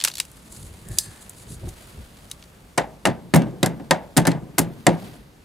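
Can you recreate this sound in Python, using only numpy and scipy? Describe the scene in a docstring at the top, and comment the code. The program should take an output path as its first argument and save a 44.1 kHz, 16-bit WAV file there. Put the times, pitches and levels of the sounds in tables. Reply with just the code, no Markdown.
"""Steel tool on vehicle bodywork

Outdoors, close beside a vehicle, on a two-port microphone: hand tools clatter, a jacket rustles,
then a steel tool strikes pins in the bodywork, each blow a cluster of contacts.
Contacts are decaying noise bands plus ringing modes: a bright crack, a knock of sheet metal, a hollow boom.
Dull thumps, a faint tone, cloth and light wind on the microphone lie over a quiet open-air floor.
Table levels in dB are relative: later gains and filters shift them."""
import sys
import numpy as np
from scipy import signal
from scipy.fft import rfft, irfft
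from scipy.io import wavfile

SR = 44100
rng = np.random.default_rng(int(sys.argv[2]) if len(sys.argv) > 2 else 0)


def ratio(d):
    """dB to gain"""
    e = np.asarray(d, float) / 20
    return 10 ** e


def to_wav(s):
    """Save 16-bit WAV."""
    ch = np.atleast_2d(s).T  # columns
    pcm = np.round(np.clip(ch, -1, 1) * 32767)  # PCM
    wavfile.write(sys.argv[1], SR, pcm.astype(np.int16))


N = 239990   # samples


def in_time(rows):
    """Turn the columns of a timed table into sample-rate curves by straight lines."""
    start_s, *columns = np.transpose(rows)
    return [np.interp(np.arange(N) / SR, start_s, column) for column in columns]


def at_hz(points, hz):
    """Read a two-column table on a log-frequency axis."""
    knots_hz, values = np.transpose(points)
    return np.interp(np.log(hz), np.log(knots_hz), values)


def rms_one(x):
    """Scale to unit rms."""
    return x / np.sqrt(np.mean(x ** 2) + 1e-20)


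def drift(rate_hz):
    """Random wander of unit rms: noise through two equal low-pass poles at rate_hz."""
    pole = np.exp(-80 * np.pi * rate_hz / SR)   # computed at every 40th sample
    noise = rng.standard_normal(N // 40 + 2002)
    slow = signal.lfilter([1], [1, -2 * pole, pole * pole], noise)[2000:]
    return np.interp(np.arange(N) / 40, np.arange(len(slow)), rms_one(slow))


def clicks(seconds, sizes):
    """Single-sample clicks of the given sizes."""
    return np.bincount((np.asarray(seconds) * SR).astype(int), sizes, N) + 1e-18


def fade(x, t60_s):
    """Every click becomes an exponential decay."""
    return signal.lfilter([1], [1, -ratio(-60 / (t60_s * SR))], x)


def swell(x, seconds):
    """Contact builds up over a short time constant instead of at once."""
    pole = np.exp(-1 / (seconds * SR))
    return signal.lfilter([1 - pole], [1, -pole], x)


def ring(x, hz, t60_s):
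    """A resonance: a unit click sets a decaying sine of starting height 1 ringing."""
    radius, turn = ratio(-60 / (t60_s * SR)), 2 * np.pi * hz / SR
    return signal.lfilter([0, np.sin(turn)], [1, -2 * radius * np.cos(turn), radius * radius], x)


# edges of the noise bands [Hz]
BAND_EDGES_HZ = 25 * 2 ** np.arange(0, 9.5, .4)


def bank(envelope, likeness):
    """Stereo noise in narrow bands; envelope(hz) shapes each before its filter, so nothing sounds early."""
    out = 0
    white = rng.standard_normal((2, 2, N))   # neighbouring bands take different noise
    for k, (low, high) in enumerate(zip(BAND_EDGES_HZ, BAND_EDGES_HZ[1:])):
        hz = np.sqrt(low * high)
        band = signal.butter(2, [low, high], "band", fs=SR, output="sos")
        mid, side = signal.sosfilt(band, white[k % 2] * envelope(hz))
        alike = np.clip(at_hz(likeness, hz), 0, 1)
        out = out + np.sqrt(1 + alike) * mid + np.sqrt(1 - alike) * side * [[1], [-1]]
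    return out


def colour_db(levels, knots_hz, hz):
    """Level of each contact at one frequency, between its colour knots."""
    return np.array([np.interp(np.log(hz), np.log(knots_hz), row) for row in levels])


def modes(seconds, levels, knots_hz, table, level_db, spread_db, side, rough):
    """Each contact strikes every mode with its own strength; close neighbours make each ring waver."""
    out = np.zeros((2, N))
    for hz, mode_db, t60_s in table:
        chance_db = spread_db * rng.standard_normal(len(seconds))
        strike_db = colour_db(levels, knots_hz, hz) + mode_db + level_db + chance_db
        waver = 1 - rough + rough * drift(50.6)
        tone = ring(clicks(seconds, ratio(strike_db)), hz, t60_s) * waver
        # a wide panel reaches the two ports with a phase offset: add a copy a quarter period late
        late = np.roll(tone, int(SR / hz / 4))
        out += tone + side * rng.choice([-1, 1]) * late * [[1], [-1]]
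    return out


def cut_bass(x):
    """Panels radiate nothing below their first mode."""
    return signal.sosfilt(signal.butter(6, 148, "high", fs=SR, output="sos"), x)


def rattle():
    """Loose parts chatter in the tail: a fast random level."""
    return ratio(1.5 * drift(120))


# contacts on the bodywork: start_s [s], sparkle_db near 8 kHz [dB],
# then relative to it: boom_db near 250 Hz [dB], knock_db near 700 Hz [dB]
BLOWS = [(2.7764, -21, -5, 2.5), (2.7788, -13, -6, 6), (3.0533, -11, -12.5, 6), (3.0592, -24.5, 3.5, -5),
         (3.0699, -23, 13.5, 0), (3.3380, -13, 11, 7), (3.346, -15.5, -7, -23), (3.3580, -17, 2.5, 5.5),
         (3.3621, -17, 7, -18.5), (3.419, -36, 11, 7), (3.6296, -8.5, 0.5, -1), (3.66, -15, -10, -9.5),
         (3.798, -55, 23, 21.5), (3.9090, -7, -8.5, 5), (4.1660, -19.5, 5, 5.5),
         (4.1700, -3.5, -8.5, -15.5), (4.1769, -10, -0.5, -5), (4.2524, -24, -10, 6),
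         (4.2694, -10, -29, -6), (4.275, -18, 12, -2), (4.307, -56, -4, 4), (4.3160, -29.5, -10, 5),
         (4.5812, -17.5, -2, 3), (4.5831, -4.5, -15.5, -15), (4.5899, -8, -2, -23), (4.8668, -6.5, 3.5, 5),
         (5.1332, -50, 1, 6.5)]
# colour knots of a blow: boom, knock, crack, sparkle, top [Hz]
BLOW_KNOTS_HZ = [250, 700, 3500, 8500, 13000]
# clear modes of the bodywork: pitch_hz [Hz], level_db [dB], t60_s [s]
BODY_MODES = [(167.3, 2.5, 0.22), (205.7, -8, 0.17), (278, 2.5, 0.1), (345.7, -4.5, 0.17),
              (364.7, -17.5, 0.19), (572, -7, .11), (640, -7, .12), (750, -5, .11), (890, -8, .1),
              (1009, -12, .09), (1277, -12, .07), (1450, -10, .07), (1605, -10, .06), (1760, -10, .07),
              (1880, -11, .07), (2068, -13, .06)]
# dense modes of the bodywork: frequency_hz [Hz], density_db [dB per Hz]
BODY_NOISE = [(47, 40), (80, -26.5), (159, -9.5), (441, -12.5), (751, -7), (1170, -26), (1600, -10),
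              (2220, -20), (5640, -22.5), (9610, -16.5), (16000, -19)]
# decay of the crack: frequency_hz [Hz], t60_s [s]
CRACK_T60 = [(100, 0.12), (500, 0.14), (2000, 0.031), (8000, 0.02), (15000, 0.0083)]
# decay of the longer tail: frequency_hz [Hz], t60_s [s]
TAIL_T60 = [(100, 0.79), (300, 0.74), (1000, 0.32), (4000, 0.15), (12000, 0.09)]
# contacts at the microphone, blows and clinks: frequency_hz [Hz], left-right likeness [0 to 1]
CONTACT_LIKENESS = [(100, 1), (500, 0.94), (2000, 0.76), (12000, 0.94)]


def blows():
    """Tool on pins: a snap, a crack and a longer tail of dense modes by band, plus clear body and tool modes."""
    start_s, sparkle_db, boom_db, knock_db = np.transpose(BLOWS)
    # a contact that knocks the sheet also cracks more near 3.5 kHz and has less of the very top
    crack_db = 4 + 0.49 * knock_db
    top_db = -14.5 - 0.64 * knock_db
    colour = np.transpose([boom_db, knock_db, crack_db, 0 * start_s, top_db])
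    levels = sparkle_db[:, None] + colour
    chatter = rattle()

    def envelope(hz):
        hit_db = colour_db(levels, BLOW_KNOTS_HZ, hz) + at_hz(BODY_NOISE, hz) + 12.5
        hit = clicks(start_s, ratio(hit_db))
        snap = ratio(2.5) * fade(hit, 0.007) / (1 + (2500 / hz) ** 2)
        crack = fade(hit, at_hz(CRACK_T60, hz))
        tail = ratio(-13.5) * chatter * fade(hit, at_hz(TAIL_T60, hz))
        return swell(snap + crack + tail, 0.00042)

    body = modes(start_s, levels, BLOW_KNOTS_HZ, BODY_MODES, level_db=-5, spread_db=3.0, side=0.065, rough=0.27)
    sheet = cut_bass(bank(envelope, CONTACT_LIKENESS) + swell(body, 0.00005))
    return sheet + held_tool(start_s, levels[:, 1:])   # the tool takes all but the boom


# modes of the steel tool: pitch_hz [Hz], level_db [dB], t60_s when hanging free [s]
TOOL_MODES = [(2800, -10, .1), (3838, -11, .12), (4250, -12, .35), (4520, -12, .4), (4888, -13, .35),
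              (5076, -13, .35), (6223, -13, .35), (7397, -12, .3), (7644, -7, .13), (7850, -8, .15),
              (8328, -12, .35), (8576, -12, .35), (9300, -9, .15), (9523, -8, .13), (10380, -12, .35),
              (10900, -13, .25), (11410, -12, .15)]
# colour knots of a clink, and of the held tool: knock, middle, sparkle, top [Hz]
CLINK_KNOTS_HZ = [1300, 4000, 8500, 13000]


def held_tool(seconds, levels):
    """Gripped, the tool rings only briefly at every contact."""
    held = [(hz, db, 0.027) for hz, db, t60_s in TOOL_MODES]
    return modes(seconds, levels, CLINK_KNOTS_HZ, held, level_db=-11, spread_db=7.5, side=0.2, rough=0.44)


# tools touching each other: start_s [s], level_db near 4 kHz [dB],
# then relative to it: knock_db near 1.3 kHz [dB], sparkle_db near 8 kHz [dB]
CLINKS = [(0.0014, -19, -11.5, -10.5), (0.0115, -16, -10, -15), (0.0215, -23.5, -1.5, -9),
          (0.0387, -11, -5, 2.5), (0.0481, -5.5, -1, 0.5), (0.0742, -14.5, 6, -10.5),
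          (0.082, -20, -11, 1.5), (0.0994, -29, -6, -9.5), (0.1144, -24, -22, -16),
          (0.138, -24.5, -19, -6.5), (0.1535, -21, -17, -2), (0.17, -24, -23, -5.5), (0.1813, -24.5, 2, 4),
          (0.1884, -27, -19, -6), (0.1999, -8, -8.5, -3), (0.251, -38.5, 3, 4.5), (0.315, -56, -10, 20),
          (0.5226, -43, 1, 14), (0.5633, -37.5, -5, -2), (0.886, -57, -17, 29), (0.9732, -38, 12, -24),
          (0.9851, -5, -43.5, 4.5), (1.2064, -57, 18, 7), (1.2945, -49, -19, 26), (1.488, -38, -16, -12),
          (1.689, -36.5, -11, 4), (2.299, -46, -12, 6), (2.3133, -21.5, -16, -0.5), (2.4248, -32, -1, -17),
          (2.438, -40, -15, -9)]
# while the tool is held loosely: from, to [s]
HANGS_FREE_S = (.98, 1.0)


def clinks():
    """Hand tools clatter: short noise with a faint tail, plus tool modes that ring on only when held loosely."""
    start_s, level_db, knock_db, sparkle_db = np.transpose(CLINKS)
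    top_db = sparkle_db - 9.5   # the very top follows the sparkle
    colour = np.transpose([knock_db, 0 * start_s, sparkle_db, top_db])
    levels = level_db[:, None] + colour
    chatter = rattle()

    def envelope(hz):
        thin = 1 / (1 + (900 / hz) ** 1.74)   # small tools radiate little bass
        touch = clicks(start_s, ratio(colour_db(levels, CLINK_KNOTS_HZ, hz) + 1.5) * thin)
        tail = ratio(-20.5) * chatter * fade(touch, 0.1)
        return swell(fade(touch, 0.011) + tail, 0.00042)

    free = (start_s > HANGS_FREE_S[0]) & (start_s < HANGS_FREE_S[1])
    loose = modes(start_s[free], levels[free], CLINK_KNOTS_HZ, TOOL_MODES,
                  level_db=-25.5, spread_db=1.0, side=0.15, rough=0.3)
    return cut_bass(bank(envelope, CONTACT_LIKENESS)) + loose + held_tool(start_s, levels)


# close source off to one side: frequency_hz [Hz], phase by which the left port leads [radians]
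PORT_PHASE = [(40, .8), (150, .8), (520, .85), (1030, .5), (4400, .15), (8000, .2), (16000, 0)]


def ports(x):
    """A close source off to one side reaches the left microphone port with a small phase lead over the right."""
    hz = np.maximum(np.fft.rfftfreq(N, 1 / SR), 1)
    half_lead = at_hz(PORT_PHASE, hz) / 2
    return irfft(rfft(x) * np.exp(1j * half_lead * [[1], [-1]]), N)


# a hand or knee meets the body: start_s [s], level_db [dB]
THUMPS = [(0.525, -27), (0.927, -26), (0.972, -27), (1.631, -21.5), (1.671, -15.5), (2.019, -47)]


def thumps():
    """Soft knocks: short noise pushes wake only some lower body modes, briefly."""
    start_s, level_db = np.transpose(THUMPS)
    push = rng.standard_normal(N) * swell(fade(clicks(start_s, ratio(level_db - 40)), 0.03), 0.002)
    return sum(ratio(-4 * np.log2(hz / 360)) * ring(push, hz, 0.1) for hz, db, t60_s in BODY_MODES[3:9])


def whistle():
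    """A faint wavering tone: noise in one narrow resonance that sets in quickly, holds and dies away."""
    t = np.arange(N) / SR
    attack_db = 600 * np.maximum(0.87 - t, 0)   # 600 dB/s up to 0.87 s
    release_db = 150 * np.maximum(t - 1.16, 0)   # 150 dB/s from 1.16 s
    tone = rms_one(ring(rng.standard_normal(N), 1740, 0.025))
    return ratio(-57 - attack_db - release_db) * tone


# jacket sleeves rubbing: start_s [s], swish_db [dB], rub_db (dull) [dB]
CLOTH = [(0.3, -62.5, -48.5), (0.9, -60.5, -46), (1.07, -56, -43.5), (1.48, -65, -46.5), (1.87, -59, -42.5),
         (2.03, -65.5, -45.5), (2.26, -64.5, -48), (3.1, -78, -58), (4.05, -75, -50.5), (4.4, -80.5, -58.5),
         (5.05, -65.5, -40.5), (5.18, -84, -45.5), (5.44, -77.5, -90.5)]
# single sweeps of a sleeve: centre_s [s], half_length_s [s], level_db [dB]
SWEEPS = [(0.545, 0.039, -54), (0.637, 0.042, -58), (0.953, 0.045, -54.5), (1.017, 0.038, -50),
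          (1.226, 0.019, -58), (1.396, 0.043, -59), (1.522, 0.04, -51.5), (1.693, 0.016, -56.5),
          (5.152, 0.033, -65)]
# colour of the swish: frequency_hz [Hz], density_db [dB per Hz]
SWISH = [(2650, -51), (4500, 11), (6390, -20.5), (7820, 18.5), (9660, 7.5), (14500, -16), (16000, -18)]
# colour of the dull rub: frequency_hz [Hz], density_db [dB per Hz]
RUB = [(300, 0), (700, -2), (2000, -5), (4000, -7), (6000, -15.5), (9000, -16.5)]
# jacket, wind and air at the microphone: frequency_hz [Hz], left-right likeness [0 to 1]
BACKGROUND_LIKENESS = [(60, 0.97), (130, 0.97), (290, 0.84), (640, 0.33), (1410, 0.15), (3100, 0.31),
                       (6820, 0.89), (15000, 1)]


def jacket():
    """Grainy rustle: cloth fibres catch and slip, giving a bright swish and a dull rub of random level."""
    t = np.arange(N) / SR
    swish_db, rub_db = in_time(CLOTH)
    grain = ratio(2.2 * drift(80))
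    sweeps = sum(ratio(db) * np.exp(-((t - centre_s) / half_s) ** 4) for centre_s, half_s, db in SWEEPS)
    swish = grain * (ratio(swish_db) + sweeps)
    rub = grain * ratio(rub_db)

    def envelope(hz):
        return np.hypot(swish * ratio(at_hz(SWISH, hz)), rub * ratio(at_hz(RUB, hz)))
    return bank(envelope, BACKGROUND_LIKENESS)


# wind on the ports: start_s [s], level_db [dB]
WIND = [(0.04, -40), (0.15, -58), (0.42, -53), (0.62, -24.5), (0.79, -38.5), (0.91, -19.5), (0.99, -51),
        (1.07, -26.5), (1.15, -71), (1.33, -43), (1.51, -21), (1.6, -28), (1.65, -19), (1.75, -39),
        (1.88, -37), (1.99, -23.5), (2.06, -53), (2.3, -38), (2.6, -55)]
# colour of the wind bumps: frequency_hz [Hz], density_db [dB per Hz]
BUMPS = [(15, -37), (25, -1), (102, 6.5), (204, -5.5), (243, -33), (273, -20), (400, -5.5), (520, -29),
         (880, -120)]


def wind():
    """Light wind bumps the ports: low noise in lumps of random level."""
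    lumps = ratio(in_time(WIND)[0] + 2.74 * drift(7.6))
    return bank(lambda hz: lumps * ratio(at_hz(BUMPS, hz)), BACKGROUND_LIKENESS)


# colour of the open air: frequency_hz [Hz], density_db [dB per Hz]
AIR = [(15, -52), (25, -22), (48, -2), (102, -9.5), (166, -7.5), (344, -17), (394, -16.5), (1740, -26.5),
       (2000, -33), (2160, -29.5), (16000, -41)]


def air():
    """Quiet open-air floor: steady noise, each band wandering a little on its own."""
    return bank(lambda hz: ratio(-26.5 + at_hz(AIR, hz) + 1.1 * drift(2.8)), BACKGROUND_LIKENESS)


def scene():
    """All sources; the blows and clinks sit slightly left."""
    contacts = ports(blows() + clinks()) * ratio([[0.4], [-0.4]])
    return contacts + thumps() + whistle() + jacket() + wind() + air()


def band_limit(x):
    """A steep low-pass at the top of the band."""
    return signal.sosfilt(signal.butter(12, 16840, fs=SR, output="sos"), x)


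def record(dry):
    """Peaks are rounded, then the top octave is rolled off."""
    rounded = np.tanh(dry / 0.92)
    roll_off = signal.cheby2(10, 30, 16200, fs=SR, output="sos")
    mix = 0.96 * signal.sosfilt(roll_off, rounded)
    return band_limit(mix)


dry = scene()
out = record(dry)
to_wav(out)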